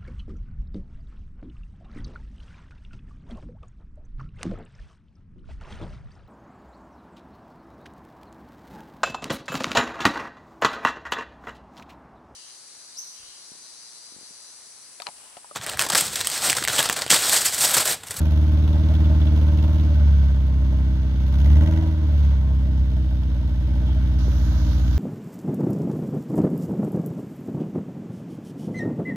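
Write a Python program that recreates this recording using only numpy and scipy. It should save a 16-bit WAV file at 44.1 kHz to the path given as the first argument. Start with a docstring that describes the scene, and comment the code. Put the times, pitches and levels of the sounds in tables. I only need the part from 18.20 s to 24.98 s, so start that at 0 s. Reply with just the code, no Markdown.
"""An old four-cylinder rally car idles close by in an open car park, chugging: one cylinder hardly fires.
It first idles fast while a loose part clinks, then sags; a single blip adds rasp and pops, and it settles
as air whistles past the shut throttle. Near the end come squeaks, a steady hiss from the right and a knock.
Throughout, exhaust pulses ring pipe resonances, shaped noise bursts make the gas, impacts make the valve
clatter, and engine orders excite a housing as whine, over faint yard noise."""
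import sys
import numpy as np
from scipy import signal
from scipy.fft import rfft, irfft, next_fast_len
from scipy.io import wavfile
from scipy.ndimage import uniform_filter1d

SR = 44100
rng = np.random.default_rng(int(sys.argv[2]) if len(sys.argv) > 2 else 0)


def master(y):
    """Save y as 16-bit WAV."""
    cut = np.clip(np.atleast_2d(y).T, -1, 1)
    pcm = np.round(cut * 32767)  # scale
    wavfile.write(sys.argv[1], SR, pcm.astype(np.int16))


N = 298998
TIME = np.arange(N) / SR

# yard background and low rumble spectra: pitch_hz, density_db
YARD_SPECTRUM = [(350, -3), (800, -11), (1500, -5.5), (2400, -10), (3500, -3.5), (6300, -22.5), (7700, -46),
                 (15500, -22)]
RUMBLE_SPECTRUM = [(24, -2), (40, -1.5), (90, -17), (400, -52.5), (2000, -88)]
RUMBLE_DB = -54.5
# late hiss spectrum: pitch_hz, density_db
HISS_SPECTRUM = [(700, 8), (1500, 6.5), (2400, -12), (3600, 2.5), (5000, 1.5), (6400, 1), (7100, -7),
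                 (7700, -22), (10000, -15.5), (12500, -9.5), (15500, -17)]
HISS_START_S, HISS_ATTACK_S, HISS_BEFORE_PAN_DB = 5.985, 0.004, -57
HISS_FLUTTER_DB, HISS_FLUTTER_PER_S = 1.8, 14
TOP_HZ = 15750  # upper limit of the sound
# interchannel phase of the bass, positive where the left leads: pitch_hz, lead_rad
BASS_PHASE = [(30, -.24), (70, -.24), (130, -.33), (300, -.35)]

# engine speed: time_s, firing_rate_hz
ENGINE_SPEED = [(0.0, 77.75), (0.15, 74.88), (0.624, 77.01), (1.047, 75.17), (1.569, 76.16), (2.123, 66.78),
                (2.901, 64.05), (3.158, 66.22), (3.481, 79.49), (3.648, 80.09), (4.147, 66.95),
                (5.277, 61.01), (5.822, 62.87), (6.333, 59.87), (6.78, 61.45)]
# engine level, which peaks in the blip, falls away and grows near the end as the car sounds closer:
# time_s, above_idle_db
ENGINE_LEVEL = [(0, 1), (0.6, 2), (1, 3), (1.7, 1.0), (1.88, 1.9), (2.15, 1), (2.5, 2), (2.9, 0.8),
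                (3.1, 2), (3.27, 4.5), (3.42, 4.5), (3.55, 2), (3.78, -3.5), (4.03, 0.5), (4.3, 1.2),
                (5.3, 1), (6, 4), (6.78, 4)]
CRANK_START, IDLE_HZ = 0.616, 65  # initial count of firings; reference firing rate
# cylinders in firing order: pulse_strength, lateness_firing_intervals, gas_db, spit_db
CYLINDERS = [(0.427, -0.098, -0.5, -7), (1.463, 0.061, 4.5, 6), (1.124, 0.035, 5.5, 6),
             (1.395, 0.035, 4, 3.5)]
# response of each layer to the engine: idle_level_db, engine_level_slope_db_per_db, speed_slope_db_per_hz
PULSE_LAW = (8.1, 0.84, 0.085)
STROKE_LAW = (-10.85, 0.48, 0.35)
GAS_LAW = (-56.5, 0.85, 0.36)
SHELL_LAW = (-50.5, .7, .5)
WHINE_LAW = (-53.5, .1, .36)

# dull knock resonances: pitch_hz, width_hz, level_db
KNOCK_MODES = [(135, 36, 3), (310, 44, 2), (500, 110, -12)]
KNOCK_S, KNOCK_DRIVE_DB = 6.0815, -10
# faint high squeaks: centre_s, level_db
SQUEAKS = [(5.675, -51), (5.71, -49), (5.77, -53)]
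# clinks of a loose metal part, before panning: start_s, level_db
CLINKS = [(0.2151, -47), (0.3343, -44), (0.3742, -41), (0.4251, -46), (0.4396, -38), (0.4775, -35),
          (0.5299, -38.5), (0.5827, -49), (0.5952, -51), (0.6361, -39), (0.6875, -40), (0.7384, -41),
          (0.7518, -34.5), (0.8451, -38), (0.8571, -38), (0.8975, -42), (0.9499, -44), (1.0153, -32.5),
          (1.0686, -35), (1.1634, -41), (1.1759, -39), (1.2143, -41), (1.2806, -40), (1.3874, -36),
          (1.4388, -35), (1.4787, -42), (1.5835, -46), (1.5974, -37)]
# loose part resonances: pitch_hz, width_hz, level_db
LOOSE_PART_MODES = [(2730, 33, -9), (3080, 76, -3), (3450, 83, 3.5), (3780, 67, -5.5)]
# intake whistles past the shut throttle: pitch_hz, width_hz, level_db
WHISTLE_MODES = [(3090, 110, 0), (3700, 70, 1), (5030, 90, -4)]
THROTTLE_SHUT_S, WHISTLE_DB = 4.25, -61
# housing resonances that pick out the whine: pitch_hz, width_hz, level_db
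HOUSING_MODES = [(958, 26, 0), (1058, 34, -4)]
# whine components: order_per_firing, level_db
WHINE_ORDERS = [(12, -2), (14, -4), (16, 0)]
# engine block resonances: pitch_hz, width_hz, level_db
BLOCK_MODES = [(1520, 40, 0), (1727, 35, -10), (1960, 80, -7), (2200, 22, -2), (2790, 90, -11),
               (3460, 130, -10), (5140, 60, -14), (6110, 220, -18)]
BLOCK_RE_CLATTER_DB = -2.5
# valve clatter spectrum: pitch_hz, density_db
VALVE_SPECTRUM = [(700, -6.5), (1000, -3), (1550, -2), (1800, -14), (2450, -12), (3300, -7), (4300, -10),
                  (6200, -19), (7000, -29.5), (7700, -54), (9500, -30), (12000, -29.5), (15500, -34.5)]
# treble layers: time_s, spit_db, clatter_db
TREBLE_LEVELS = [(0, -50.5, -51.5), (1.05, -56, -48.5), (1.55, -52, -51.5), (1.7, -58.5, -49),
                 (2.05, -56, -49.5), (2.2, -57.5, -54), (2.9, -60.5, -51.5), (3.1, -53, -51.5),
                 (3.27, -48, -51.5), (3.44, -51.5, -54), (3.8, -62, -53), (4.0, -53, -50.5),
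                 (4.14, -61, -50), (4.22, -60, -56.5), (5.3, -59, -56), (5.8, -57.5, -52),
                 (6.78, -50, -51.5)]

# exhaust pops during the blip: start_s, level_db
POPS = [(3.302, -41), (3.369, -40), (3.475, -42), (3.524, -40), (3.574, -42), (3.631, -44)]
# exhaust pop spectrum: pitch_hz, density_db
POP_SPECTRUM = [(600, 2), (850, 4), (1200, -3), (1500, 1), (2300, -3), (3000, -2), (4500, -11), (6300, -14),
                (7700, -32), (15500, -29)]
# rasp that the blip adds to every firing: time_s, level_db
RASP_LEVEL = [(3.05, -72), (3.15, -53), (3.27, -50), (3.45, -46), (3.55, -47), (3.68, -53), (3.85, -70)]
# rasp spectrum: pitch_hz, density_db
RASP_SPECTRUM = [(750, 2), (1000, 0.5), (1250, -6.5), (1520, 7), (1750, -10), (1950, 6), (2400, -9.5),
                 (3000, 1), (4500, -14), (5300, -17.5), (6200, -9.5), (7500, -29.5), (15500, -39.5)]
# spitting gas spectrum: pitch_hz, density_db
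SPIT_SPECTRUM = [(1500, -5), (2400, -3), (3000, 2.5), (3500, 2.5), (4300, -4.5), (5300, -7.5), (6300, -8),
                 (7000, -15), (7700, -37), (9500, -16.5), (11700, -10), (15500, -22.5)]
CRACKLE_DB = 3.2  # spread of the random gains within a jet
# rushing gas spectrum: pitch_hz, density_db
GAS_SPECTRUM = [(350, 1.5), (450, -14.5), (520, 8.5), (620, -17.5), (720, 5), (900, 1.5), (1150, -5),
                (1550, 0), (1900, -6), (2600, -19.5), (6000, -50.5)]
# silencer shell resonances: pitch_hz, width_hz, level_db
SHELL_MODES = [(583, 16, 0), (626, 20, -.5), (887, 70, -13)]
# exhaust pipe resonances, main boom first: pitch_hz, width_hz, level_db, polarity_sign
PIPE_MODES = [(71.4, 7.0, -5.7, -1), (50.5, 22.3, -17.7, 1), (115.0, 33.1, -16.9, 1),
              (121.4, 96.2, -13.0, -1), (142.0, 59.4, -19.1, 1), (177.9, 11.7, -29.4, 1),
              (197.0, 1.8, -37.6, 1), (215.5, 149.7, -26.5, 1), (250.6, 3.5, -36.0, 1),
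              (259.9, 12.1, -29.0, 1), (297.3, 14.1, -25.4, -1), (322.3, 16.9, -27.7, 1),
              (391.0, 18.3, -47.8, 1), (458.3, 35.6, -35.1, 1)]
# upper pipe resonances, which bloom in the blip and thin out as the revs sag: time_s, level_db
UPPER_LEVEL = [(0, -1), (.3, 1), (1.7, .5), (1.81, -6), (2.15, -4), (2.4, -.5), (3.15, -1), (3.4, .5),
               (3.55, 4.5), (3.75, 6), (3.95, -2), (4.15, -4.5), (4.5, 0), (6.78, 0)]
UPPER_LOW_HZ, UPPER_HIGH_HZ = 280, 350
# stray puffs in the exhaust: centre_s, strength
STRAY_PUFFS = [(4.594, 2.3)]


def undb(db):
    """Logarithmic level: decibels become an amplitude ratio."""
    return 10 ** (np.asarray(db) / 20)


def unit(x):
    """Normalisation: the root mean square becomes 1."""
    return x / np.sqrt(np.mean(x ** 2))


def curves(table):
    """Linear interpolation: each column becomes straight lines in time."""
    time_s, *columns = np.transpose(table)
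    return [np.interp(TIME, time_s, column) for column in columns]


def filtered(x, response):
    """Linear filtering: the spectrum is multiplied by a function of frequency."""
    size = next_fast_len(N + SR)
    hz = np.maximum(np.fft.rfftfreq(size, 1 / SR), 1)
    return irfft(rfft(x, size) * response(hz), size)[..., :N]


def colour(x, points):
    """Spectral shaping: follow the (pitch, dB) points, with a steep fall below the first."""
    hz, db = np.transpose(points)

    def response(f):
        return undb(np.interp(np.log(f), np.log(hz), db)) * np.minimum(f / hz[0], 1) ** 2

    return unit(filtered(x, response))


def ring(x, modes):
    """Resonance: one force drives damped modes side by side, each with an optional polarity."""
    def response(f):
        return sum(np.prod(sign) * undb(db) / (1 + 1j * (f / hz - hz / f) * hz / abs(width))
                   for hz, width, db, *sign in modes)

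    return filtered(x, response)


def bump(t, width):
    """Gaussian pulse: pressure rises and falls smoothly about t = 0."""
    return np.exp(-.5 * (t / width) ** 2)


def scatter(firing, spread_db):
    """Random variation: each firing number draws its own gain."""
    return undb(spread_db * rng.standard_normal(N // 100))[firing]


def walk(rate):
    """Random modulation: levels drawn rate times a second, slewed, with rms 1."""
    hold = int(SR / rate)
    steps = np.repeat(rng.standard_normal(N // hold + 1), hold)
    return unit(uniform_filter1d(steps, hold)[:N])


def strikes(table, decay_s):
    """Exponential decay: the envelope jumps at each row and dies away."""
    return sum(undb(db) * (TIME >= s) * np.exp(-np.abs(TIME - s) / decay_s) for s, db in table)


def from_right(x, pan_db, count):
    """Interchannel delay: the left lags by count samples and is pan_db weaker."""
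    left = undb(-pan_db / 2) * np.pad(x, (count, 0))[:N]
    return np.array([left, undb(pan_db / 2) * x])


def diffuse(pan_db, direct_db=0):
    """Partial coherence: two independent noises share a direct part that lags on the left."""
    direct = from_right(rng.standard_normal(N), pan_db=-1.5, count=6)
    noise = rng.standard_normal((2, N)) + undb(direct_db) * direct
    return unit(noise * undb(np.array([[-pan_db], [pan_db]]) / 2))


def car_park(x, t60_s, wet_db):
    """Reverberation: asphalt and parked vehicles scatter a decaying tail, different on each side."""
    t = np.arange(SR // 2) / SR
    tail = rng.standard_normal((2, len(t))) * np.exp(-np.log(1000) * t / t60_s)
    tail /= np.sqrt(np.sum(tail ** 2, axis=1, keepdims=True))
    return undb(wet_db) * signal.fftconvolve(x[None], tail, axes=1)[:, :N]


def yard():
    """Stationary noise: independent background on each side over a rumble common to both."""
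    background = undb(-59.0) * colour(rng.standard_normal((2, N)), YARD_SPECTRUM)
    return background + undb(RUMBLE_DB) * colour(rng.standard_normal(N), RUMBLE_SPECTRUM)


def nearby_hiss(count=10):
    """Band-modulated noise: the hiss opens quickly and holds while each band flutters."""
    opening = np.clip((TIME - HISS_START_S) / HISS_ATTACK_S, 0, 1)
    edges = np.geomspace(1000, TOP_HZ, count)
    noise = rng.standard_normal(N)
    bands = 0
    for k in range(count):
        flutter = undb(HISS_FLUTTER_DB * walk(HISS_FLUTTER_PER_S))
        bands = bands + filtered(noise, lambda f: np.digitize(f, edges) == k) * flutter
    return undb(HISS_BEFORE_PAN_DB) * opening * colour(bands, HISS_SPECTRUM)


def knock():
    """Impulse response: one short pulse rings a few low, broad modes."""
    return undb(KNOCK_DRIVE_DB) * ring(bump(TIME - KNOCK_S, .0003), KNOCK_MODES)


def squeaks(hz, width_hz, length_s):
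    """Narrow-band noise: a resonance applied twice gives faint, breathy squeaks."""
    swell = sum(undb(db) * bump(TIME - s, length_s) for s, db in SQUEAKS)
    mode = [(hz, width_hz, 0)]
    return swell * unit(ring(ring(diffuse(pan_db=1), mode), mode))


def rattle(contact_s, pan_db):
    """Modal impact: each clink of a loose part shaken at fast idle stirs its modes differently."""
    t = np.arange(SR // 20) / SR
    modes = sum(undb(db) * np.exp(-np.pi * width * t) * np.sin(2 * np.pi * hz * t)
                for hz, width, db in LOOSE_PART_MODES)
    out = np.zeros((2, N))
    for s, db in CLINKS:
        contact = rng.standard_normal((2, len(t))) * np.exp(-t / contact_s)
        clink = signal.fftconvolve(contact, modes[None], axes=1)[:, :len(t)]
        start = int(s * SR)
        out[:, start:start + len(t)] += undb(db) * clink / np.abs(clink).max(axis=1, keepdims=True)
    return out * undb(np.array([[-pan_db], [pan_db]]) / 2)


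def whistle():
    """Flow noise through resonances: air whistles thinly past the shut throttle."""
    shut = np.clip((TIME - THROTTLE_SHUT_S) / .3, 0, 1)
    air = colour(diffuse(pan_db=3), [(2500, 0), (6000, 0), (7500, -25)])
    return undb(WHISTLE_DB) * shut * unit(ring(air, WHISTLE_MODES))


def whine(crank):
    """Order excitation: high multiples of the firing rate glide through a housing's resonances."""
    orders = sum(undb(db) * np.sin(2 * np.pi * order * crank) * undb(2 * walk(16))
                 for order, db in WHINE_ORDERS)
    return ring(orders, HOUSING_MODES)


def block():
    """Steady-state resonance: broadband noise keeps the engine block ringing under the valve gear."""
    noise = colour(diffuse(pan_db=2), [(1300, 0), (6500, 0), (7700, -25)])
    return undb(BLOCK_RE_CLATTER_DB) * unit(ring(noise, BLOCK_MODES))


def valves(crank, loose, count=96):
    """Periodic impacts: a run of forces repeats each camshaft turn, with a loose random part added."""
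    tooth = np.floor(crank / 4 * count).astype(int)  # four firings make one camshaft turn
    force = rng.standard_normal((2, count))[:, tooth % count] + loose * diffuse(pan_db=2.0)
    return colour(np.diff(tooth, prepend=tooth[0]) * force, VALVE_SPECTRUM)


def drive(law, hz, engine_db):
    """Source scaling: a layer's level in dB is linear in engine level and firing rate."""
    idle_db, per_db, per_hz = law
    return idle_db + per_db * engine_db + per_hz * (hz - IDLE_HZ)


def bursts(crank, hz, cylinder_db, lead, decay_s, spread_db):
    """Valve blow-down: flow swells as each exhaust valve opens and then dies away."""
    firing = np.floor(crank + lead + 4).astype(int)
    age = (crank + lead) % 1 / hz  # seconds since the valve opened
    gain = undb(cylinder_db)[firing % 4] * scatter(firing, spread_db)
    return unit(gain * age * np.exp(-age / decay_s))


def pops(decay_s):
    """Transient noise: a few harder cracks of gas leave the tailpipe during the blip."""
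    return strikes(POPS, decay_s) * colour(diffuse(pan_db=2.5), POP_SPECTRUM)


def rasp(crank, hz):
    """Pulsed turbulence: with the throttle open, every firing tears out as a hard burst."""
    cylinder_db = np.array(CYLINDERS)[:, 2]
    blasts = bursts(crank, hz, cylinder_db, lead=.15, decay_s=.002, spread_db=1.5)
    return undb(curves(RASP_LEVEL)[0]) * colour(blasts * diffuse(pan_db=1.5), RASP_SPECTRUM)


def spit(crank, hz):
    """Jet noise: short crackling bursts of gas, weakest from the feeble cylinder."""
    cylinder_db = np.array(CYLINDERS)[:, 3]
    jets = bursts(crank, hz, cylinder_db, lead=.26, decay_s=.0028, spread_db=1.3)
    crackle = scatter(np.floor(crank * 20).astype(int) % (N // 100), CRACKLE_DB)
    return colour(jets * crackle * diffuse(pan_db=5.0), SPIT_SPECTRUM)


def gas(crank, hz, steady, front_db):
    """Turbulent flow: noisy puffs leave the tailpipe, with a steep front at each firing."""
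    cylinder_db = np.array(CYLINDERS)[:, 2]
    puffs = steady + bursts(crank, hz, cylinder_db, lead=0.24, decay_s=0.008, spread_db=2.5)
    firing = np.floor(crank).astype(int)
    onset = np.diff(firing, prepend=firing[0])
    fronts = onset * undb(cylinder_db)[firing % 4] * scatter(firing, 0.87)
    turbulence = unit(puffs * diffuse(pan_db=3.5, direct_db=7))
    return turbulence + undb(front_db) * from_right(unit(fronts), pan_db=1.5, count=6)


def stereo_bass(x):
    """Interchannel phase: bass arrives slightly out of step and its shorter waves scatter off vehicles."""
    hz, lead = np.transpose(BASS_PHASE)
    sides = np.array([[1], [-1]])
    direct = filtered(x, lambda f: np.exp(.5j * sides * np.interp(np.log(f), np.log(hz), lead)))
    short_waves = filtered(x, lambda f: np.minimum(f / 150, 1) ** 4)
    scattered = car_park(short_waves, t60_s=.15, wet_db=-15)[0]
    return direct * undb(-.35 * sides) + sides * scattered  # scattered part is opposite on each side


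def exhaust(crank, hz, engine_db, pulse_db, stroke_db, pulse_s, spread_db, flutter_db):
    """Forced pipe resonance: three strong blow-downs and a feeble one ring it; pistons pump its boom."""
    strength, late, _, _ = np.transpose(CYLINDERS)
    firing = np.round(crank).astype(int)
    cylinder = firing % 4
    # pulses sharpen with speed and engine level, and vary by chance
    width = pulse_s * (hz / 66) ** -.93 * undb(-.14 * engine_db) * scatter(firing, .7)
    shape = bump((crank - firing - late[cylinder]) / hz, width) * pulse_s / width
    pulses = strength[cylinder] * scatter(firing, spread_db) * shape
    turbulence = undb(flutter_db) * colour(rng.standard_normal(N), [(130, 0), (1000, 0)])
    stray = sum(size * bump(TIME - s, pulse_s) for s, size in STRAY_PUFFS)
    push = (pulses + turbulence) * undb(pulse_db) + stray
    # the piston pushes just after the blow-down
    stroke = undb(stroke_db) * np.cos(2 * np.pi * (crank - 1 / 9))
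    boom_hz, boom_width = PIPE_MODES[0][:2]
    upper = [mode for mode in PIPE_MODES if UPPER_LOW_HZ < mode[0] < UPPER_HIGH_HZ]
    others = [mode for mode in PIPE_MODES if not UPPER_LOW_HZ < mode[0] < UPPER_HIGH_HZ]
    upper_push = push * undb(curves(UPPER_LEVEL)[0])
    return ring(push, others) + ring(upper_push, upper) + ring(stroke, [(boom_hz, boom_width, 0)])


def scene():
    """Superposition: the close car is added to the yard background and the late hiss."""
    hz, engine_db = curves(ENGINE_SPEED)[0], curves(ENGINE_LEVEL)[0]
    spit_db, clatter_db = curves(TREBLE_LEVELS)
    crank = CRANK_START + np.cumsum(hz) / SR  # counts firings

    hiss = nearby_hiss()
    background = yard() + from_right(hiss, pan_db=27.5, count=6)
    background += car_park(hiss, t60_s=.44, wet_db=-18.0)

    car = rattle(contact_s=.0045, pan_db=3) + squeaks(hz=3230, width_hz=450, length_s=.012)
    car += whistle()
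    whine_level = undb(drive(WHINE_LAW, hz, engine_db))
    car += from_right(whine_level * whine(crank), pan_db=2.5, count=6)
    car += undb(clatter_db) * (block() + valves(crank, loose=1.5))
    car += pops(decay_s=0.0067) + rasp(crank, hz) + undb(spit_db) * spit(crank, hz)

    flow = gas(crank, hz, steady=0.2, front_db=-9.5)
    car += undb(drive(GAS_LAW, hz, engine_db)) * colour(flow, GAS_SPECTRUM)
    # the puffs ring the silencer shell
    car += undb(drive(SHELL_LAW, hz, engine_db)) * unit(ring(flow, SHELL_MODES))

    pulse_db, stroke_db = drive(PULSE_LAW, hz, engine_db), drive(STROKE_LAW, hz, engine_db)
    boom = exhaust(crank, hz, engine_db, pulse_db, stroke_db,
                   pulse_s=0.00082, spread_db=0.45, flutter_db=-5)
    car += stereo_bass(boom + knock())
    return background + car


def record(dry):
    """Band limiting: the response falls to nothing over the last 100 Hz below the upper limit."""
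    return filtered(dry, lambda f: np.clip((TOP_HZ - f) / 100, 0, 1))


dry = scene()
out = record(dry)
master(out)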